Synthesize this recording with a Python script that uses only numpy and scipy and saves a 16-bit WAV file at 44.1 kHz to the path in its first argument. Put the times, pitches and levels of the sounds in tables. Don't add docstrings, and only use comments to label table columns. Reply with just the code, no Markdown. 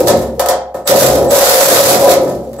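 import sys
import numpy as np
from scipy import signal
from scipy.fft import rfft, irfft
from scipy.io import wavfile
from scipy.ndimage import uniform_filter1d, minimum_filter1d

SR = 44100
rng = np.random.default_rng(int(sys.argv[2]) if len(sys.argv) > 2 else 0)


def transcribe(signal):
    frames = np.atleast_2d(signal).T
    limited = np.clip(frames, -1, 1)
    pcm = np.round(limited * 32767).astype(np.int16)
    wavfile.write(sys.argv[1], SR, pcm)


N = 114660

# (time [s], relative scrape level [dB], relative blow to the edge [dB],
# relative blow to the panels [dB], scrape decay constant [s])
BLADE_SNAGS = [(.0712, -11.5, -2, -7, 0.0074), (0.3949, -13.5, 0.5, -13, 0.013),
               (.4599, -16, -4.5, -49, 0.0059), (0.4861, -1, 2, -10.5, 0.004),
               (0.7429, -36, -11.5, -13, 0.028), (.855, -44, -14, -44, 0.007),
               (0.8742, -14, -21, -43, 0.011), (.9118, -16.5, -11.5, -12, 0.0057),
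               (2.0931, -6.5, -26, -36, 0.004), (2.531, -37.5, -25.5, -54, 0.0067),
               (2.585, -53, -15, -36, 0.017)]
# (frequency [Hz], relative energy [dB], t60 [s])
CABINET_MODES = [(133.44, -17.5, 1.18), (183.3, -19, 0.96), (228.1, -13, 0.73), (364.6, -12, 0.53),
                 (414.7, -13, 0.63), (525.2, -1, 0.66), (566.9, -5, .2), (651, -20.5, 0.05),
                 (724.2, -3.5, 0.51), (809.7, -8, 0.66), (954, -10.5, 0.067), (1278, -10.5, 0.43),
                 (1378, -21.5, 0.092), (1803, -17.5, 0.31)]
STROKES_PER_S = 44
RIGHT_LEAD_S = 0.00008


def teeth(place, strength):
    teeth_per_s, tooth_spread_db = 5900, 0.5
    flicker_db, flicker_hz = 1.8, 110
    stroke_depth, scrape_rise_s = 0.36, 0.0006
    rasp_db, room_db = 2, -1.5

    hits = rng.random(N) < teeth_per_s / SR
    clicks = rng.standard_normal((2, N)) * hits * amp(tooth_spread_db * rng.standard_normal(N))
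    pull = strength * (1 + stroke_depth * np.sin(2 * np.pi * place))
    flicker = amp(flicker_db * drift(N, flicker_hz))
    level = effort(axis=1) * unit(pull * flicker)

    t = np.arange(SR // 4) / SR
    for s, scrape_db, _, _, decay_s in BLADE_SNAGS:
        rise = np.minimum(t / scrape_rise_s, 1)
        add(level, s, amp(scrape_db) * rise * np.exp(-t / decay_s))
    direct = through(unit(clicks) * level, rasp_colour())
    return amp(rasp_db) * (direct + amp(room_db) * room(direct))


def rasp_colour():
    # (frequency [Hz], relative left level [dB], relative right level [dB])
    rasp_spectrum = [(200, -20, -20), (700, 2, 2), (1300, 2, 3), (2000, 0, 0), (2800, -4, -4), (3800, 0, 3),
                     (6500, 0, 3), (7800, -1, 5.5), (8400, -2, 2), (9050, -10, -10), (9600, 1, -4),
                     (10400, 5, -1), (12200, 3, 3), (13700, 2, 4), (14800, -1, -5), (15900, -2, -8)]
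    return unit_energy(np.array([colour(rasp_spectrum, axis=1), colour(rasp_spectrum, axis=2)]))


def strokes():
    wander, wander_hz, spread_db = 0.22, 8, 1.8
    rate = STROKES_PER_S * np.maximum(1 + wander * drift(N, wander_hz), 0)
    turns = np.cumsum(rate) / SR
    half_cycle = (2 * turns).astype(int)
    return turns % 1, amp(spread_db * rng.standard_normal(N))[half_cycle]


def effort(axis):
    # (time [s], rasp of the teeth [relative dB],
    # shaking of the cut edge [relative dB], flapping of the wide panels [relative dB])
    first_cut = [(0, -25.5, -3.5, -6.5), (.055, -35.5, -26, -16.5), (0.086, -10.5, 2, -15),
                 (0.119, -45, -14.5, -8.5), (0.168, -33, -19, -22.5), (.24, -39, -37, -27),
                 (.34, -56.5, -59, -32), (0.389, -44, -5.5, -55)]
    long_cut = [(0.856, -62, -38, -45), (0.878, -12.5, -9, -16.5), (.93, -24, -4, -18),
                (1.001, -9, -5, -11), (1.06, -16, -4.5, -12), (1.12, -22.5, -11, -13.5),
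                (1.21, -31.5, -10, -10.5), (1.292, -38.5, -12, -35), (1.317, -15.5, -3, -21.5),
                (1.461, -11.5, -6, -22), (1.6, -9, -2.5, -19.5), (1.762, -11, -3.5, -15),
                (1.914, -12.5, -6, -18), (1.98, -19.5, -5, -16), (2.075, -23.5, -2, -13.5),
                (2.12, -13, -6, -21), (2.182, -44, -7.5, -17), (2.211, -39, -30, -16.5),
                (2.29, -38.5, -19, -22), (2.422, -49.5, -25, -25), (2.572, -54, -51, -33),
                (2.6, -44, -20, -33)]
    t = np.arange(N) / SR
    first, second = np.array(first_cut), np.array(long_cut)
    gain = np.zeros(N)
    for cut, active in ((first, t < first[-1, 0]), (second, t > second[0, 0])):
        gain += amp(np.interp(t, cut[:, 0], cut[:, axis])) * active
    return uniform_filter1d(gain, size=256)


def cabinet(place, strength):
    # (time [s], relative blow to the edge [dB], relative blow to the panels [dB])
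    shoe_knocks = [(.211, -14, -26), (0.278, -24.5, -12.5), (2.072, -3, -12.5), (2.197, -30, -10),
                   (2.27, -11.5, -15)]
    split_hz, edge_db, panel_db = 537, -5.5, 2.5
    jolt_decay_s, steady_push, stroke_lowpass_hz = 0.0055, 0.31, 970
    ring_rise_s, blow_energy_s = 0.002, 0.003

    ring = cabinet_ring() * (1 - np.exp(-np.arange(SR) / SR / ring_rise_s))
    jolts = strength * (np.exp(-place / STROKES_PER_S / jolt_decay_s) + steady_push)
    blows = [(s, edge, panels) for s, _, edge, panels, _ in BLADE_SNAGS] + shoe_knocks
    out = 0
    for axis, side, db in ((2, "high", edge_db), (3, "low", panel_db)):
        force = amp(db) * unit(jolts * rng.standard_normal(N)) * effort(axis)
        force = signal.lfilter(*signal.butter(2, stroke_lowpass_hz, fs=SR), force)
        for blow in blows:
            add(force, blow[0], amp([blow[axis - 1]]) * np.sqrt(blow_energy_s * SR))
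        band = signal.butter(4, split_hz, side, fs=SR, output="sos")
        out = out + through(force, unit_energy(signal.sosfilt(band, ring)))
    return out


def cabinet_ring():
    # (frequency [Hz], relative density [dB per Hz])
    weak_spectrum = [(30, -53), (55, -16), (85, -6.5), (150, -10), (300, -2), (450, -1), (560, 4),
                     (800, 0.5), (1000, -0.5), (1150, -11), (1400, -10.5), (2000, -23.5), (3000, -31.5),
                     (8000, -107)]
    # (frequency [Hz], t60 [s])
    weak_t60 = [(120, 0.68), (350, 0.61), (600, 0.6), (2000, 0.34)]
    weak_db, likeness, mode_skew_rad = 3.5, 0.89, 0.29

    t = np.arange(SR) / SR
    left, other = tail(weak_t60)
    right = likeness * left + np.sqrt(1 - likeness ** 2) * other
    weak = through([left, right], colour(weak_spectrum)[None])[:, :SR]
    ring = amp(weak_db) * unit_energy(weak)
    for hz, db, t60 in CABINET_MODES:
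        right_phase = 2 * np.pi * hz * RIGHT_LEAD_S + mode_skew_rad * rng.choice([-1, 1])
        phase = rng.uniform(0, 2 * np.pi) + np.array([[0], [right_phase]])
        decay = np.exp(-np.log(1000) * t / t60)
        ring = ring + amp(db) * unit_energy(np.sin(2 * np.pi * hz * t + phase) * decay)
    return ring


def chatter():
    # (time [s], frequency [Hz])
    chatter_pitch = [(0, 510), (0.039, 445), (0.084, 570), (.13, 565), (.18, 500), (0.898, 563.6),
                     (.96, 533.2), (1.019, 569), (1.098, 530), (1.271, 520), (1.338, 580), (1.43, 525.7),
                     (1.498, 556.6), (1.578, 510.2), (1.642, 576), (1.7, 528), (1.771, 523.5),
                     (1.828, 566.7), (1.898, 520), (1.948, 568.6), (1.989, 535), (2.07, 553.9),
                     (2.2, 519.6), (2.6, 570)]
    howl_db, flutter_db, flutter_hz = -6.5, 1.5, 93
    pitch_wander, pitch_wander_hz, room_db = 0.07, 150.4, -17.5

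    hz = np.interp(np.arange(N) / SR, *np.transpose(chatter_pitch))
    hz = hz * (1 + pitch_wander * drift(N, pitch_wander_hz))
    flutter = unit(amp(flutter_db * drift(N, flutter_hz)))
    level = amp(howl_db) * effort(axis=2) * flutter
    turns = np.cumsum(hz) / SR + hz * np.array([[0], [RIGHT_LEAD_S]])
    howl = np.sqrt(2) * level * np.sin(2 * np.pi * turns)
    return howl + amp(room_db) * room(howl)


def boom():
    # (time [s], level of the lowest mode [dB])
    cabinet_flexes = [(0, -28.5), (.18, -30), (1.085, -24.5), (2.339, -33)]
    lowest_hz, lowest_t60_s, rise_s, upper_modes_db = 66.7, 2.03, 0.014, -2

    modes = [(lowest_hz, 0, lowest_t60_s)]
    modes += [(hz, db + upper_modes_db, t60) for hz, db, t60 in CABINET_MODES[:3]]
    t, out = np.arange(N) / SR, 0
    for hz, mode_db, t60 in modes:
        swell = np.minimum(t / rise_s, 1) * np.exp(-np.log(1000) * t / t60)
        level = np.zeros(N)
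        for s, db in cabinet_flexes:
            add(level, s, amp(db + mode_db) * swell)
        out = out + level * np.sin(2 * np.pi * (hz * t + rng.random()))
    return out


def squeals():
    # (time [s], length [s], relative level [dB], mean start pitch [Hz], mean end pitch [Hz])
    squeal_events = [(.05, .09, -32, 7950, 8030), (.84, .05, -36, 7950, 7950), (1.27, .06, -27, 8000, 7700),
                     (2.575, .05, -34, 7950, 7950)]
    waver, waver_hz, squeal_db, octave_db = 0.0074, 400, 1.5, -20

    out = np.zeros(N)
    for s, length_s, db, start_hz, end_hz in squeal_events:
        count = int(length_s * SR)
        hz = np.linspace(start_hz, end_hz, count) * (1 + waver * drift(N, waver_hz)[:count])
        angle = 2 * np.pi * np.cumsum(hz) / SR
        whistle = np.sin(angle) + amp(octave_db) * np.sin(2 * angle)
        add(out, s, amp(db + squeal_db) * np.hanning(count) * whistle)
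    return out * amp([[-2], [2]])


def room(x):
    # (frequency [Hz], t60 [s])
    workshop_t60 = [(300, 0.67), (2000, .42), (6000, 0.3), (15000, 0.12)]
    turn_s = 0.3
    turn = 2 * np.pi * np.arange(N) / SR / turn_s
    out = 0
    for k in range(3):
        share = np.cos(turn + 2 * np.pi * k / 3) * np.sqrt(2 / 3)
        out = out + through(x * share, unit_energy(tail(workshop_t60)))
    return out


def workshop_floor():
    floor_db = -64
    return amp(floor_db) * through(rng.standard_normal((2, N)), rasp_colour())


def amp(db):
    return 10 ** (np.asarray(db) / 20)


def unit(x):
    return x / np.sqrt(np.mean(x ** 2) + 1e-20)


def unit_energy(x):
    return x / np.sqrt(np.sum(x ** 2) / 2 + 1e-20)


def read(points, hz, axis=1):
    table = np.array(points, float)
    return np.interp(np.log(hz + 1), np.log(table[:, 0]), table[:, axis])


def add(mix, s, sound):
    part = mix[round(s * SR):][:len(sound)]
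    part += sound[:len(part)]


def drift(count, width_hz):
    hz = np.fft.rfftfreq(count, 1 / SR)
    spectrum = rfft(rng.standard_normal(count)) * np.exp(-(hz / width_hz) ** 2)
    return unit(irfft(spectrum, count))


def colour(points, axis=1, size=2048):
    hz = abs(np.fft.fftfreq(size, 1 / SR))
    log_gain = np.log(amp(read(points, hz, axis)))
    return np.fft.ifft(np.exp(np.conj(signal.hilbert(log_gain)))).real


def through(x, response):
    return signal.fftconvolve(np.atleast_2d(x), response, axes=1)[:, :N]


def tail(t60s):
    hz, t, z = signal.stft(rng.standard_normal((2, SR)), SR, nperseg=256)
    decay = amp(-60 * t / read(t60s, hz)[:, None])
    return signal.istft(z * decay, SR, nperseg=256)[1][:, :SR]


def scene():
    place, strength = strokes()
    saw = teeth(place, strength) + squeals()
    metal = cabinet(place, strength) + chatter() + boom()
    return saw + metal + workshop_floor()


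def record(dry):
    ceiling, look_s, recover_db_per_s = 1.74, 0.00033, 330
    clip_level, cutoff_hz = 0.97, 15750

    size = int(look_s * SR)
    over_db = np.maximum(20 * np.log10(abs(dry).max(0) / ceiling + 1e-9), 0)
    recovery_db = np.arange(N) * recover_db_per_s / SR
    gain_db = recovery_db - np.maximum.accumulate(over_db + recovery_db)
    gain_db = uniform_filter1d(minimum_filter1d(gain_db, size), size)
    limited = np.clip(dry * amp(gain_db), -clip_level, clip_level)
    lowpass = signal.firwin(511, cutoff_hz, window=("kaiser", 8), fs=SR)
    return signal.oaconvolve(limited, lowpass[None], "same")


dry = scene()
out = record(dry)
transcribe(out)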